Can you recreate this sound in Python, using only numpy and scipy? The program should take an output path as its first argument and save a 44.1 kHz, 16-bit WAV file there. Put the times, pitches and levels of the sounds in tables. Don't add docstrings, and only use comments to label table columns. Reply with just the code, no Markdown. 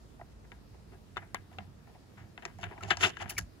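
import sys
import numpy as np
from scipy import signal
from scipy.io import wavfile

SR = 44100
rng = np.random.default_rng(int(sys.argv[2]) if len(sys.argv) > 2 else 0)


def inscribe(sig):
    pcm = np.round(np.clip(np.atleast_2d(sig).T, -1, 1) * 32767)
    wavfile.write(sys.argv[1], SR, pcm.astype(np.int16))


N = 158760

# start_s, level_db (mid band, 1.1-2.4 kHz), then against it
# lowest_db, low_db, upper_db, high_db, top_db; pan_db, rattle_db, base_t60_s
TAPS = [(0.194, -53.5, -11, 14, -27.5, -37, -37, 1.8333, -32, 0.018),
        (0.2124, -42, -3, 7, -19, -34, -30, 3, -20, 0.013),
        (0.518, -37.5, -10.5, -1, -6, -18.5, -32, 5.4, -18, 0.011),
        (0.7432, -55.5, 7, 5, -22, -18, -20, 1.6, -9.5, 0.0071),
        (1.1612, -39.5, -7, -5, -3, -30, -40, 2.8, -11, 0.0092),
        (1.169, -30, -11, -7.5, -7, -17.5, -24, 5.7, -16, 0.04),
        (1.3453, -23.5, -39, -8, -9.5, -7.5, -12.5, 7.9, -21, 0.0077),
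        (1.3554, -33, -13.5, -10.5, -9, -31, -40, 4.4, -24, 0.025),
        (1.3668, -43.5, -7, -5, -2, -30, -40, 3.5, -23, 0.01),
        (1.514, -51, -15, 6, -8, -17, -10, 3.1, -12, 0.0084),
        (1.5851, -33, -9, 2.5, 2, -19, -28, 6.8, -15, 0.012),
        (1.8721, -51, 5.5, 3.5, -25, -24, -29, 6.1, -5, 0.0037),
        (2.377, -35, -6, -7, -1, -20, -35, 5.3, -15, 0.0078),
        (2.4228, -47, -2, -1, 5, -7, -24, 5.9, -2, 0.0049),
        (2.4519, -28.5, -30, -5.5, -2, -2.5, -25, 6.4, -23, 0.013),
        (2.4545, -38.5, -1, -8, -10, -4.5, -25, 5, -6.5, 0.018),
        (2.586, -48.5, -7, 9.5, -11, -7, -11, 1.2, -11, 0.015),
        (2.6306, -32, -22, 0, 3.5, -24, -31, 6.7, -8.5, 0.0093),
        (2.6393, -28.5, -28, -12, 0.5, -16, -28, 6, -22, 0.0097),
        (2.7118, -39.5, 2.5, 2.5, -19, -31, -20, 7.6, -17, 0.017),
        (2.7214, -42.5, 4.5, 10, -27, -32, -31, 10, -34, 0.0055),
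        (2.7786, -39.5, -3, 5, -28, -33, -39, 7.1, -33, 0.015),
        (2.809, -44, -12, -15, -14, -8, -15, 6.7, -14.5, 0.0062),
        (2.835, -34.5, -35, -15, 3.5, -3.5, -23, 9, -21, 0.0059),
        (2.9052, -18.5, -37, -1.5, 3, -7, -26, 5.6, -19.5, 0.0065),
        (2.9124, -32.5, 0, -21, -9, -28, -39, 4.7, -28, 0.013),
        (2.9705, -35, -25, 2, 0.5, 8.5, -17, 6.1, -15, 0.008),
        (3.1694, -31.5, -24, -7, -2.5, -15.5, -37, 7.9, -46, 0.0085),
        (3.2125, -49, -15, -6, 5, -24, -35, 8, -28, 0.0058),
        (3.2245, -35, -10, -5.5, -5, -24, -35, 11, -23, 0.0076),
        (3.2585, -36, -14, -2, -10, -30, -29, 8.5, -26, 0.0065)]
RIGHT_LAG_S = [0.00035, 0.00016, 0.00013, 0.00023, 0.0002673, 0.000079]
STRIKE_DB = 17
BENCH_PAN_DB, FINGER_PAN_DB = -5, 1.5
SIZZLE_HZ = (13700, 16300)


def amp(db):
    return 10 ** (np.asarray(db) / 20)


def unit_rms(x):
    return x / np.sqrt(np.mean(x ** 2) + 1e-20)


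def curves(rows):
    times, *columns = np.transpose(rows)
    return [np.interp(np.arange(N) / SR, times, column) for column in columns]


def at_hz(points, hz):
    freqs, values = np.transpose(points)
    return np.interp(np.log(hz), np.log(freqs), values)


def pan(pan_db):
    return amp([[pan_db / 2], [-pan_db / 2]])


def drift(rate_hz):
    hop = 40
    pole = np.exp(-2 * np.pi * rate_hz * hop / SR)
    slow = signal.lfilter([1], [1, -2 * pole, pole * pole], rng.standard_normal(N // hop + 2002))[2000:]
    return np.interp(np.arange(N) / hop, np.arange(len(slow)), unit_rms(slow))


def resonate(x, hz, width_hz):
    r = np.exp(-np.pi * width_hz / SR)
    feedback = [1, -2 * r * np.cos(2 * np.pi * hz / SR), r * r]
    return signal.lfilter([(1 - r * r) / 2, 0, (r * r - 1) / 2], feedback, x)


def band(x, low_hz, high_hz, order=2):
    return signal.sosfilt(signal.butter(order, [low_hz, high_hz], "band", fs=SR, output="sos"), x)


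def outdoor_air():
    spectrum = [(18, -31), (30, -6), (109, -4.5), (340, -15), (625, -21.5), (2810, -34), (5030, -34),
                (7880, -42.5), (11100, -42), (13000, -43), (15200, -52), (16500, -89)]
    likeness = [(60, 1), (240, 0.37), (950, 0.025), (3770, 0.027), (15000, 0.16)]
    lean = [(60, -1), (240, -5.5), (950, 3.5), (3770, -0.5), (15000, 0)]   # freq_hz, pan_db
    out, edges = 0, 30 * 2 ** np.arange(0, 9.6, .5)
    white = rng.standard_normal((2, 2, N))
    for k, (low, high) in enumerate(zip(edges, np.minimum(edges[1:], 20000))):
        mid, side = band(white[k % 2], low, high)
        hz = np.sqrt(low * high)
        alike = at_hz(likeness, hz)
        gain = amp(at_hz(spectrum, hz) + 1.28 * drift(rate_hz=5.8)) * pan(at_hz(lean, hz))
        out = out + gain * (np.sqrt(1 + alike) * mid + np.sqrt(1 - alike) * side * [[1], [-1]])
    return amp(-55.5) * unit_rms(out)


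def low_noise(level_db, hz, width_hz):
    white = rng.standard_normal((2, N + SR))
    mid, side = resonate(resonate(white, hz, width_hz), hz, 2 * width_hz)[:, SR:]
    return amp(level_db) * unit_rms(mid + amp(-9.5) * side * [[1], [-1]])


def far_rumble():
    swells = [(0.0, -58), (0.39, -55), (2.58, -77), (2.61, -56), (3.07, -60), (3.18, -70), (3.44, -45.5),
              (3.6, -82.5)]
    level_db, = curves(swells)
    return low_noise(level_db, hz=55, width_hz=16)


def bench_boom():
    pushes = [(0.0, -91), (0.2, -65.5), (1.05, -64.5), (1.2, -48.5), (1.33, -80), (1.38, -51), (1.5, -65.5),
              (1.62, -45.5), (1.72, -50), (1.75, -77), (2.1, -74), (2.24, -48.5), (2.29, -80), (2.68, -44),
              (2.74, -70), (2.86, -42.5), (2.95, -56.5), (3.04, -40), (3.14, -66), (3.26, -43), (3.34, -61),
              (3.42, -39.5), (3.54, -86), (3.6, -68)]
    modes = [(95.4, 10.1, -0.5), (140, 59, -13), (191.6, 50, -12.5)]   # pitch_hz, width_hz, gain_db
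    level_db, = curves(pushes)
    return sum(amp(db) * low_noise(level_db, hz, width) for hz, width, db in modes) * pan(BENCH_PAN_DB)


def grit(per_s, spread_db, width):
    def grains():
        sizes = amp(spread_db * np.minimum(rng.exponential(1, N), 4)) * rng.choice([-1, 1], N)
        return unit_rms(sizes * (rng.random(N) < per_s / SR) + 1e-9)
    left, other = grains(), grains()
    return np.array([left, np.sqrt(1 - width ** 2) * left + width * other])


def taps_and_scrapes():
    scrapes = [ (0.428, -57.5, -1, -2, -34, -29, -26, 1.3, -25, 0.053, 0.013, 0.01),
               (0.913, -56, 3.5, 0.5, -11, -17.5, -21, 4.7, -24, 0.06, 0.0072, 0.023),
               (1.212, -49, -7, -2.5, -16, -28, -38, 3.4, -9, 0.019, 0.0083, 0.016),
               (1.52, -57.5, 1.5, -2, -3, -8, -12, 4, -21, 0.046, 0.0074, 0.012),
               (1.939, -58.5, -9, 11, -8, -23, -24, 3.3, -32, 0.036, 0.008, 0.0077),
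               (2.165, -49.5, -12, -5.5, -9.5, -17, -39, 3.4, -7, 0.18, 0.0084, 0.016),
               (2.603, -52.5, -3, -24, 0, -1, -10, 5, -37, 0.039, 0.0082, 0.03),
               (2.648, -48, 5, -26, -12, -26, -16, 4.5, -11, 0.042, 0.0054, 0.0051),
               (2.814, -40.5, -0.5, 2, -5, -9, -18.5, 6.8, -8.5, 0.097, 0.014, 0.0061),
               (2.895, -17.5, -12.5, -11, -1, -16, -24.5, 8.7, -33, 0.055, 0.013, 0.0017),
               (3.018, -19.5, -10, -9, 2, -14, -21.5, 6.8, -50, 0.066, 0.011, 0.021),
               (3.193, -41, -12, 2, -3, -23, -25, 8.5, -5.5, 0.029, 0.0065, 0.025),
               (3.289, -41.5, -26, -8, 1, 7, 9, 8.7, -15.5, 0.028, 0.0063, 0.011),
               (3.376, -30.5, -12.5, -19, -3.5, 2, -1, 6.4, -20.5, 0.012, 0.0039, 0.011)]
    decay_scale = [1.8, 2, 1.53, 1.44, 1.5, 0.72]
    rattle_colour = [-0.5, 2.5, 0.5, -9, -10, -2.5]
    lead_in_db, rattle_t60_s = -32.5, 0.18
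    firm_grit = np.tile(grit(per_s=9000, spread_db=2.5, width=0.55), 2)
    force, rattle = np.zeros((2, 6, 2, N + SR // 4))
    t = np.arange(SR // 5) / SR
    for start_s, db, lowest, low, upper, high, top, pan_db, rattle_db, t60_s, *stroke in TAPS + scrapes:
        span = slice(int(start_s * SR), int(start_s * SR) + len(t))
        gain = amp(db - 8 + np.array([lowest, low, 0, upper, high, top]))[:, None, None] * pan(pan_db)
        rise_s, hold_s = stroke or (0, 0)
        swell = amp(lead_in_db * np.maximum(1 - t / max(rise_s, 1e-4), 0))
        release_s = np.maximum(t - rise_s - hold_s, 0)
        band_t60_s = np.multiply(max(t60_s, .003), decay_scale)[:, None, None]
        contact = swell * amp(-60 * release_s / band_t60_s) * firm_grit[:, span]
        if not stroke:
            contact[..., 1] = amp(STRIKE_DB)
        force[..., span] += gain * contact
        tail = amp(rattle_db - 60 * release_s / rattle_t60_s)
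        rattle[..., span] += gain * swell * tail * amp(rattle_colour)[:, None, None]
    return force[..., :N], rattle[..., :N]


def disc_and_nut(force, k):
    resonances = [(370, 57, -5), (687, 70, 0.5), (813, 90, -0.5), (972, 71, -4.5), (1433, 190, -7),
                  (1646, 36, 9.5), (1898, 370, -4.5), (2120, 38, -7.5), (2670, 270, -2.5), (3025, 196, 2.5),
                  (3580, 210, -10), (4820, 2300, -28), (6000, 1300, -21.5), (7040, 860, -26.5),
                  (10300, 1700, -17.5), (10500, 220, -7.5)]
    edges = [260, 520, 1100, 2400, 4200, 8500, 12600]
    scratch = [-16, -24.5, -9.5, -19, -19.5, -12]
    lean = [-9, -3, 1, 0, -5, -10]
    low, high = edges[k:k + 2]
    modes = [mode for mode in resonances if low <= mode[0] < high]
    strongest_db = max(db for _, _, db in modes)
    drive = np.vstack([force, np.arange(N) == 0]) + 1e-18
    ringing = sum((-1) ** j * amp(db - strongest_db) * resonate(drive, hz, width)
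                  for j, (hz, width, db) in enumerate(modes))
    left, right, impulse = band(amp(scratch[k]) * drive + ringing, low, high, order=4)
    right = np.interp(np.arange(N) - RIGHT_LAG_S[k] * SR, np.arange(N), right)
    return pan(lean[k]) * np.array([left, right]) / np.sqrt(np.sum(impulse ** 2))


def housing_thud(force, hz=160, width_hz=92):
    knock = resonate(resonate(force, hz, width_hz), hz, width_hz)
    return amp(-11.5) * np.sqrt(SR / width_hz) * knock * pan(BENCH_PAN_DB)


def nut_contacts():
    force, rattle = taps_and_scrapes()
    whirr = thread_whirr()
    chatter = grit(per_s=1500, spread_db=4, width=0.93)
    metal = sum(disc_and_nut(force[k] + (rattle[k] + whirr[k]) * chatter, k) for k in range(6))
    return metal + housing_thud(force[0].mean(axis=0))


def tap_snaps():
    clicks = np.zeros((2, N)) + 1e-18
    for start_s, level_db, *_, top_db, _pan, _rattle, _t60 in TAPS:
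        clicks[:, int(start_s * SR)] = amp(level_db + top_db + STRIKE_DB - 4.5)
    return band(clicks, *SIZZLE_HZ)


def nut_rings():
    knocks = [(.519, -49, -9, 1370), (1.1692, -22, 5, 1310), (1.1775, -32, -3, 1110),
              (1.3459, -23, 9, 1103), (1.3552, -42, 5, 1480), (1.5853, -34, -5, 700),
              (2.452, -36.5, -4, 1240)]
    steel_modes = [(2084, -9.5, 0.058), (3600, -8.5, 0.025)]   # pitch_hz, gain_db, t60_s
    seat_t60_s, softness_hz = 0.013, 3600
    pole = np.exp(-2 * np.pi * softness_hz / SR)
    out, t = np.zeros((2, N)), np.arange(SR // 20) / SR
    for start_s, level_db, pan_db, seat_hz in knocks:
        modes = [(seat_hz, 0, seat_t60_s), *steel_modes]
        ring = sum(amp(db - 60 * t / t60) * np.sin(2 * np.pi * hz * t) for hz, db, t60 in modes)
        softened = signal.lfilter([(1 - pole) ** 2], [1, -2 * pole, pole ** 2], ring)
        start = int(start_s * SR)
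        out[:, start:start + len(t)] += amp(level_db) * pan(pan_db) * softened
    return out


def thread_whirr():
    spin = [(2.5, -73.5, 9, -18), (2.55, -83, -2, -1), (2.646, -71.5, 5, -1), (2.752, -71, 16, -17),
            (2.882, -59.5, 7, 0.5), (2.955, -64, 2.5, -2), (3.01, -50, -10.5, -4.5), (3.046, -52.5, 20, 17),
            (3.136, -57.5, -25, -20), (3.222, -65.5, 0, 1), (3.272, -59.5, 2.5, -11), (3.332, -71, 2, -1),
            (3.4, -66, 8, 13)]
    fade_in, fade_out = (spin[0][0] - .05, -95, 0, 0), (spin[-1][0] + 0.088, -95, 0, 0)
    level_db, low_db, high_db = curves([fade_in, *spin, fade_out])
    envelope = amp(level_db + 5 * drift(rate_hz=17)) * pan(FINGER_PAN_DB)
    return [amp(db) * envelope for db in (-3.5, low_db, 0, 0, high_db, high_db - 13.5)]


def finger_squeaks():
    slips = [(2.807, 0.018, 1360, 1290, -45, -30), (3.296, 0.024, 3150, 1355, -43.5, 1),
             (3.367, 0.0088, 2320, 2220, -42, -25), (3.377, 0.016, 2750, 1286, -31, -12)]
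    flutter_hz, flutter_depth = 260, .35
    glide_bend = 0.83
    pole = np.exp(-np.pi * flutter_hz / SR)
    flutter = 1 + flutter_depth * unit_rms(signal.lfilter([1], [1, -pole], rng.standard_normal(N)))
    tone, envelope, hiss_gain = np.zeros((3, N))
    for start_s, length_s, start_hz, end_hz, level_db, hiss_db in slips:
        progress = np.linspace(0, 1, int(length_s * SR))
        span = slice(int(start_s * SR), int(start_s * SR) + len(progress))
        pitch_hz = start_hz * (end_hz / start_hz) ** (progress ** glide_bend)
        tone[span] = np.sin(2 * np.pi * np.cumsum(pitch_hz) / SR)
        envelope[span] = amp(level_db) * np.sqrt(np.abs(np.sin(np.pi * progress ** .5)))
        hiss_gain[span] = amp(hiss_db)
    hiss = hiss_gain * unit_rms(band(rng.standard_normal((2, N)), *SIZZLE_HZ, order=4))
    return envelope * (tone * flutter * pan(FINGER_PAN_DB) + hiss)


def scene():
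    pings = tap_snaps() + nut_rings()
    pings[1] = np.roll(pings[1], int(RIGHT_LAG_S[2] * SR))
    return nut_contacts() + pings + finger_squeaks() + bench_boom() + far_rumble() + outdoor_air()


def record(dry):
    hollows = [(14000, 1080, 1)]   # centre_hz, width_hz, share_removed
    for hz, width_hz, share in hollows:
        dry = dry - share * resonate(dry, hz, width_hz)
    dry = signal.sosfilt(signal.butter(2, 34, "high", fs=SR, output="sos"), dry)
    return signal.sosfilt(signal.cheby2(12, 70, 16900, fs=SR, output="sos"), dry)


dry = scene()
out = record(dry)
inscribe(out)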